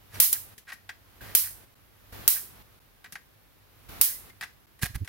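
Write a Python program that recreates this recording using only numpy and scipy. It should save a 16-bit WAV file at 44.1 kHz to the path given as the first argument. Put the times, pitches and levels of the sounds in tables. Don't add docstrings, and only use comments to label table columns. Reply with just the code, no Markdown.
import sys
import numpy as np
from scipy import signal
from scipy.fft import rfft, irfft, next_fast_len
from scipy.io import wavfile
from scipy.ndimage import uniform_filter1d

SR = 44100
rng = np.random.default_rng(int(sys.argv[2]) if len(sys.argv) > 2 else 0)


def pcm_store(signal):
    levels = np.round(np.clip(np.atleast_2d(signal), -1, 1) * 32767)
    wavfile.write(sys.argv[1], SR, levels.astype(np.int16).T)


N = 224116

# frequency_hz, density_db
ROOM_TONE = [(15, -44.5), (25, -23), (45, -3), (70, -9), (110, -8), (180, -14.5), (330, -17), (600, -19.5),
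             (1500, -21.5), (4000, -27), (8300, -35), (12500, -25.5), (15800, -28), (17000, -47)]
# frequency_hz, correlation
ROOM_TONE_LIKENESS = [(60, 0.21), (240, 0.02), (950, 0.087), (3770, 0.01), (15000, -0.01)]
ROOM_TONE_DIPS = [0.647, 1.749, 2.797, 4.664]
# start_s, end_s, rise_db
ROOM_TONE_SWELLS = [(0.139, 0.545, 13), (1.21, 1.649, 11), (2.123, 2.626, 12), (3.888, 4.308, 12)]
# frequency_hz, t60_s
ROOM_DECAY = [(300, 0.28), (1500, 0.29), (4000, 0.3), (9000, 0.34), (15000, 0.29)]
# frequency_hz, level_db
ROOM_SPECTRUM = [(200, -17.5), (500, -15), (1000, 1.5), (2000, -0.5), (5000, 3), (10000, -3), (15000, 2.5)]
# middle_s, half_length_s, pitch_hz, level_db, left_over_right_db
HAND_BUMPS = [(4.836, 0.0035, 107, -19.5, -5), (4.86, 0.026, 60, -40, -5), (4.907, 0.0096, 103, -37.5, -5),
              (4.962, 0.016, 57, -29, -7), (4.96, 0.013, 114, -37, -1), (5.024, .015, 93, -26, -6.5)]
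# start_s, pitch_hz, level_db
WIRE_GRAZES = [(.14, 2250, -48), (.141, 5820, -46), (1.208, 1617, -40), (4.115, 2010, -43),
               (4.155, 2026, -45), (4.296, 2080, -45)]
# pitch_hz, width_hz, level_db
HANDLE_MODES = [(750, 120, -14), (1166, 190, -12), (1600, 120, -1.5), (1916, 162, -2), (2457, 410, -9.5),
                (4540, 2600, -21)]
# frequency_hz, level_db
CONTACT_SPECTRUM = [(200, 5), (900, -12.5), (2500, -1.5), (5000, 0), (7500, -3), (11000, 3), (15500, -4.5),
                    (19000, -24.5)]
# middle_s, half_length_s, handle_db, hiss_db
RUB_STROKES = [(0.157, 0.031, -49.5, -50), (0.355, 0.016, -38, -67), (0.696, 0.018, -40.5, -54),
               (1.277, 0.053, -51, -60), (1.457, 0.034, -42.5, -65), (2.37, 0.025, -38, -76),
               (4.099, 0.029, -44, -59), (4.301, 0.012, -55, -56), (4.835, 0.013, -33.5, -29),
               (4.86, 0.0091, -35, -36), (4.956, 0.0091, -41, -41)]
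# start_s, knock_energy_db, tick_energy_db
HANDLE_CLICKS = [(0.5795, -25, -14), (0.701, -13, -33), (0.7193, -13, -27), (0.7218, -11.5, -25),
                 (0.731, -31, -18), (0.8916, -9, -25.5), (3.043, -18, -26), (3.059, -22, -52.5),
                 (3.123, -23, -14), (3.1543, -10.5, -25), (4.41, -8, -14.5), (4.425, -7.5, -37),
                 (4.4338, -8, -17), (4.791, -30.5, -30), (5.047, -28, -24), (5.0755, -13, -22.5)]
# left_delay_s, right_delay_s, left_db, right_db
SPARK_PATHS = [(0, 0.0051, 1, -6.5), (.00105, .0013, 1.5, -4.5), (.0022, 0.003, -5, 2.5),
               (.004, 0.0046, -12, -6), (.0082, 0.0017, -11, -10), (.021, .0113, -15, -9)]
# frequency_hz, level_db
SPARK_SPECTRUM = [(100, -19.5), (400, -16.5), (900, -22), (2000, -14), (3200, -13.5), (5000, -11),
                  (7500, -8.5), (10000, 0.5), (12500, 1.5), (15500, -1), (17500, -14.5), (20000, -32)]
# start_s, energy_db, relative_room_db, thump_db
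DISCHARGES = [(0.201, 24, 4, -8), (0.3282, 16.5, -8.5, -14.5), (1.3506, 21, 1, -25), (2.2782, 21, 0.5, -6),
              (4.0128, 20.5, 0.5, -13.5)]


def amp(db):
    return 10 ** (np.asarray(db) / 20)


def unit_rms(x):
    return x / np.sqrt(np.mean(x ** 2) + 1e-20)


def unit_energy(x):
    return unit_rms(x) / np.sqrt(x.shape[-1])


def along(points, hz):
    frequencies, values = np.transpose(points)
    return np.interp(np.log(hz + 1), np.log(frequencies), values)


def filtered(x, response):
    size = 2 * next_fast_len(x.shape[-1] // 2 + 4096)
    spectrum = rfft(x, size) * response(np.fft.rfftfreq(size, 1 / SR))
    return irfft(spectrum, size)[..., :x.shape[-1]]


def colour(points):
    def response(hz):
        cepstrum = irfft(np.log(amp(along(points, hz))))
        half = len(cepstrum) // 2
        return np.exp(rfft(cepstrum * np.r_[1, np.full(half - 1, 2), 1, np.zeros(half - 1)]))
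    return response


def bell(x, middle, half_width):
    return np.exp(-((x - middle) / half_width) ** 2)


def stereo_noise(size, alike):
    common, left, right = rng.standard_normal((3, size))
    return np.sqrt(alike) * common + np.sqrt(1 - alike) * np.array([left, right])


def pan(db):
    return amp([[db / 2], [-db / 2]])


def fade(t, t60):
    return (t >= 0) * np.exp(-np.log(1000) * np.abs(t) / t60)


def add(track, start_s, sound):
    start = max(round(start_s * SR), 0)
    part = track[:, start:start + sound.shape[1]]
    part += sound[:, :part.shape[1]]


def room_tone_level_db(t, rest_db=-60, step_s=0.0092, sag_db_per_s=10.5, skirt_db=4.5, skirt_s=0.15):
    level = np.full(len(t), float(rest_db))
    for start, end, rise_db in ROOM_TONE_SWELLS:
        inside_s = np.minimum(t - start, end - t)
        raised = np.clip(.5 + inside_s / step_s, 0, 1)
        skirt = bell(np.minimum(inside_s, 0), 0, skirt_s)
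        level += raised * (rise_db - sag_db_per_s * (t - start)) + skirt_db * skirt
    return level


def room_tone(hum_hz=98, hum_width_hz=5, hum_relative_db=-11, dip_half_s=0.0037):
    def mid_side(hz):
        angle = np.arccos(np.clip(along(ROOM_TONE_LIKENESS, hz), 0, 1)) / 2
        return amp(along(ROOM_TONE, hz)) * [np.cos(angle), np.sin(angle)]
    t = np.arange(N) / SR
    mid, side = filtered(rng.standard_normal((2, N)), mid_side)
    air = unit_rms(np.array([mid + side, mid - side]))
    hum = unit_rms(filtered(rng.standard_normal(N), lambda hz: bell(hz, hum_hz, hum_width_hz)))
    dips = np.prod([1 - 1.17 * bell(t, s, dip_half_s) for s in ROOM_TONE_DIPS], axis=0)
    return amp(room_tone_level_db(t)) * dips * pan(-1) * (air + amp(hum_relative_db) * hum)


def room_tail(build_up_s=0.017):
    hz, t, bands = signal.stft(rng.standard_normal((2, SR // 2)), SR, nperseg=256)
    tail = signal.istft(bands * fade(t, along(ROOM_DECAY, hz)[:, None]), SR, nperseg=256)[1]
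    onset = 1 - bell(np.arange(tail.shape[1]) / SR, 0, build_up_s)
    return unit_energy(filtered(tail * onset, colour(ROOM_SPECTRUM)))


def hand_bumps(rumble_db=-17, rumble_hz=260, port_lag_s=0.00095):
    out, t = np.zeros((2, N)), np.arange(N) / SR
    rumble = unit_rms(filtered(stereo_noise(N, alike=0.45), lambda hz: 1 / (1 + (hz / rumble_hz) ** 4)))
    ports_s = np.array([[0], [port_lag_s]])
    for middle_s, half_s, pitch_hz, db, pan_db in HAND_BUMPS:
        bass = np.sin(2 * np.pi * pitch_hz * (t - middle_s + ports_s))
        out += amp(db) * pan(pan_db) * bell(t, middle_s, half_s) * (bass + amp(rumble_db) * rumble)
    return out


def mesh_wires(t60_s=0.1, attack_s=0.002, width_hz=70):
    out, t = np.zeros((2, N)), np.arange(SR // 5) / SR
    envelope = fade(t, t60_s) * (1 - np.exp(-t / attack_s))
    for start_s, pitch_hz, db in WIRE_GRAZES:
        ring = filtered(stereo_noise(len(t), alike=.7), lambda hz: bell(hz, pitch_hz, width_hz))
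        add(out, start_s, amp(db) * unit_rms(ring) * envelope)
    return out


def handle_response(hz):
    return sum((-1) ** k * amp(db) * 1j * hz * width / (pitch ** 2 - hz ** 2 + 1j * hz * width)
               for k, (pitch, width, db) in enumerate(HANDLE_MODES))


def rubs(grain_db=3):
    out, t = np.zeros((2, N)), np.arange(N) / SR
    slips = amp(grain_db * unit_rms(uniform_filter1d(rng.standard_normal(N), size=60)))
    creak = unit_rms(filtered(slips * stereo_noise(N, alike=0.95), handle_response))
    hiss = unit_rms(filtered(slips * stereo_noise(N, alike=0.31), colour(CONTACT_SPECTRUM)))
    for middle_s, half_s, handle_db, hiss_db in RUB_STROKES:
        out += bell(t, middle_s, half_s) * (amp(handle_db) * creak + amp(hiss_db) * pan(-5) * hiss)
    return out


def handle_clicks(knock_t60_s=0.066, tick_t60_s=0.088):
    out, t = np.zeros((2, N)), np.arange(SR // 10) / SR
    for start_s, knock_db, tick_db in HANDLE_CLICKS:
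        chatter = stereo_noise(len(t), alike=0.67) * fade(t, knock_t60_s)
        knock = unit_energy(filtered(chatter, handle_response))
        contact = stereo_noise(len(t), alike=0.092) * fade(t, tick_t60_s)
        tick = unit_energy(filtered(contact, colour(CONTACT_SPECTRUM)))
        add(out, start_s, amp(knock_db) * knock + amp(tick_db) * tick)
    return out * pan(1.3)


def thump(t, decay_s=0.00023):
    return (1 - t / decay_s) * np.exp(-t / decay_s)


def sparks(crack_db=1, crack_t60_s=0.0012, scatter_s=0.014, bounce_gain=0.11, bounce_s=0.00097):
    def combed(hz):
        return colour(SPARK_SPECTRUM)(hz) * (1 + bounce_gain * np.exp(-2j * np.pi * hz * bounce_s))

    def burst(envelope, response):
        noise = rng.choice([-1, 1], (2, envelope.shape[-1]))
        return unit_energy(filtered(envelope * noise, response))

    out = np.zeros((2, N))
    for start_s, energy_db, room_db, thump_db in DISCHARGES:
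        tail = unit_energy(filtered(room_tail(), combed))
        t = np.arange(tail.shape[1]) / SR
        path_power = 0
        for left_s, right_s, left_db, right_db in SPARK_PATHS:
            arrival = fade(t - np.array([[left_s], [right_s]]), crack_t60_s)
            path_power += (arrival * amp([[left_db], [right_db]])) ** 2
        crack = burst(np.sqrt(path_power), colour(SPARK_SPECTRUM))
        scatter = burst(bell(t, 0, scatter_s), lambda hz: combed(hz) * colour(ROOM_SPECTRUM)(hz))
        snap = amp(crack_db) * crack + pan(-6) * scatter + amp(room_db) * pan(-3) * tail
        add(out, start_s, amp(energy_db) * snap + amp(thump_db) * thump(t))
    return out


def scene(echo_db=-14.5):
    handling = handle_clicks() + rubs() + mesh_wires()
    echo = signal.fftconvolve(handling, room_tail(), axes=1)[:, :N]
    return sparks() + handling + amp(echo_db) * echo + hand_bumps() + room_tone()


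def record(dry, threshold_db=-10, release_db_per_s=22, ceiling=0.85, top_hz=16000):
    power = np.abs(uniform_filter1d(np.mean(dry ** 2, axis=0), size=132))
    excess_db = np.maximum(10 * np.log10(power + 1e-12) - threshold_db, 0)
    recovery_db = release_db_per_s * np.arange(N) / SR
    duck_db = np.maximum.accumulate(excess_db + recovery_db) - recovery_db
    late_duck_db = signal.lfilter(np.ones(66) / 66, 1, duck_db)
    clipped = np.clip(dry * amp(-late_duck_db), -ceiling, ceiling)
    return filtered(clipped, lambda hz: .5 - .5 * np.tanh((hz - top_hz) / 150))


dry = scene()
out = record(dry)
pcm_store(out)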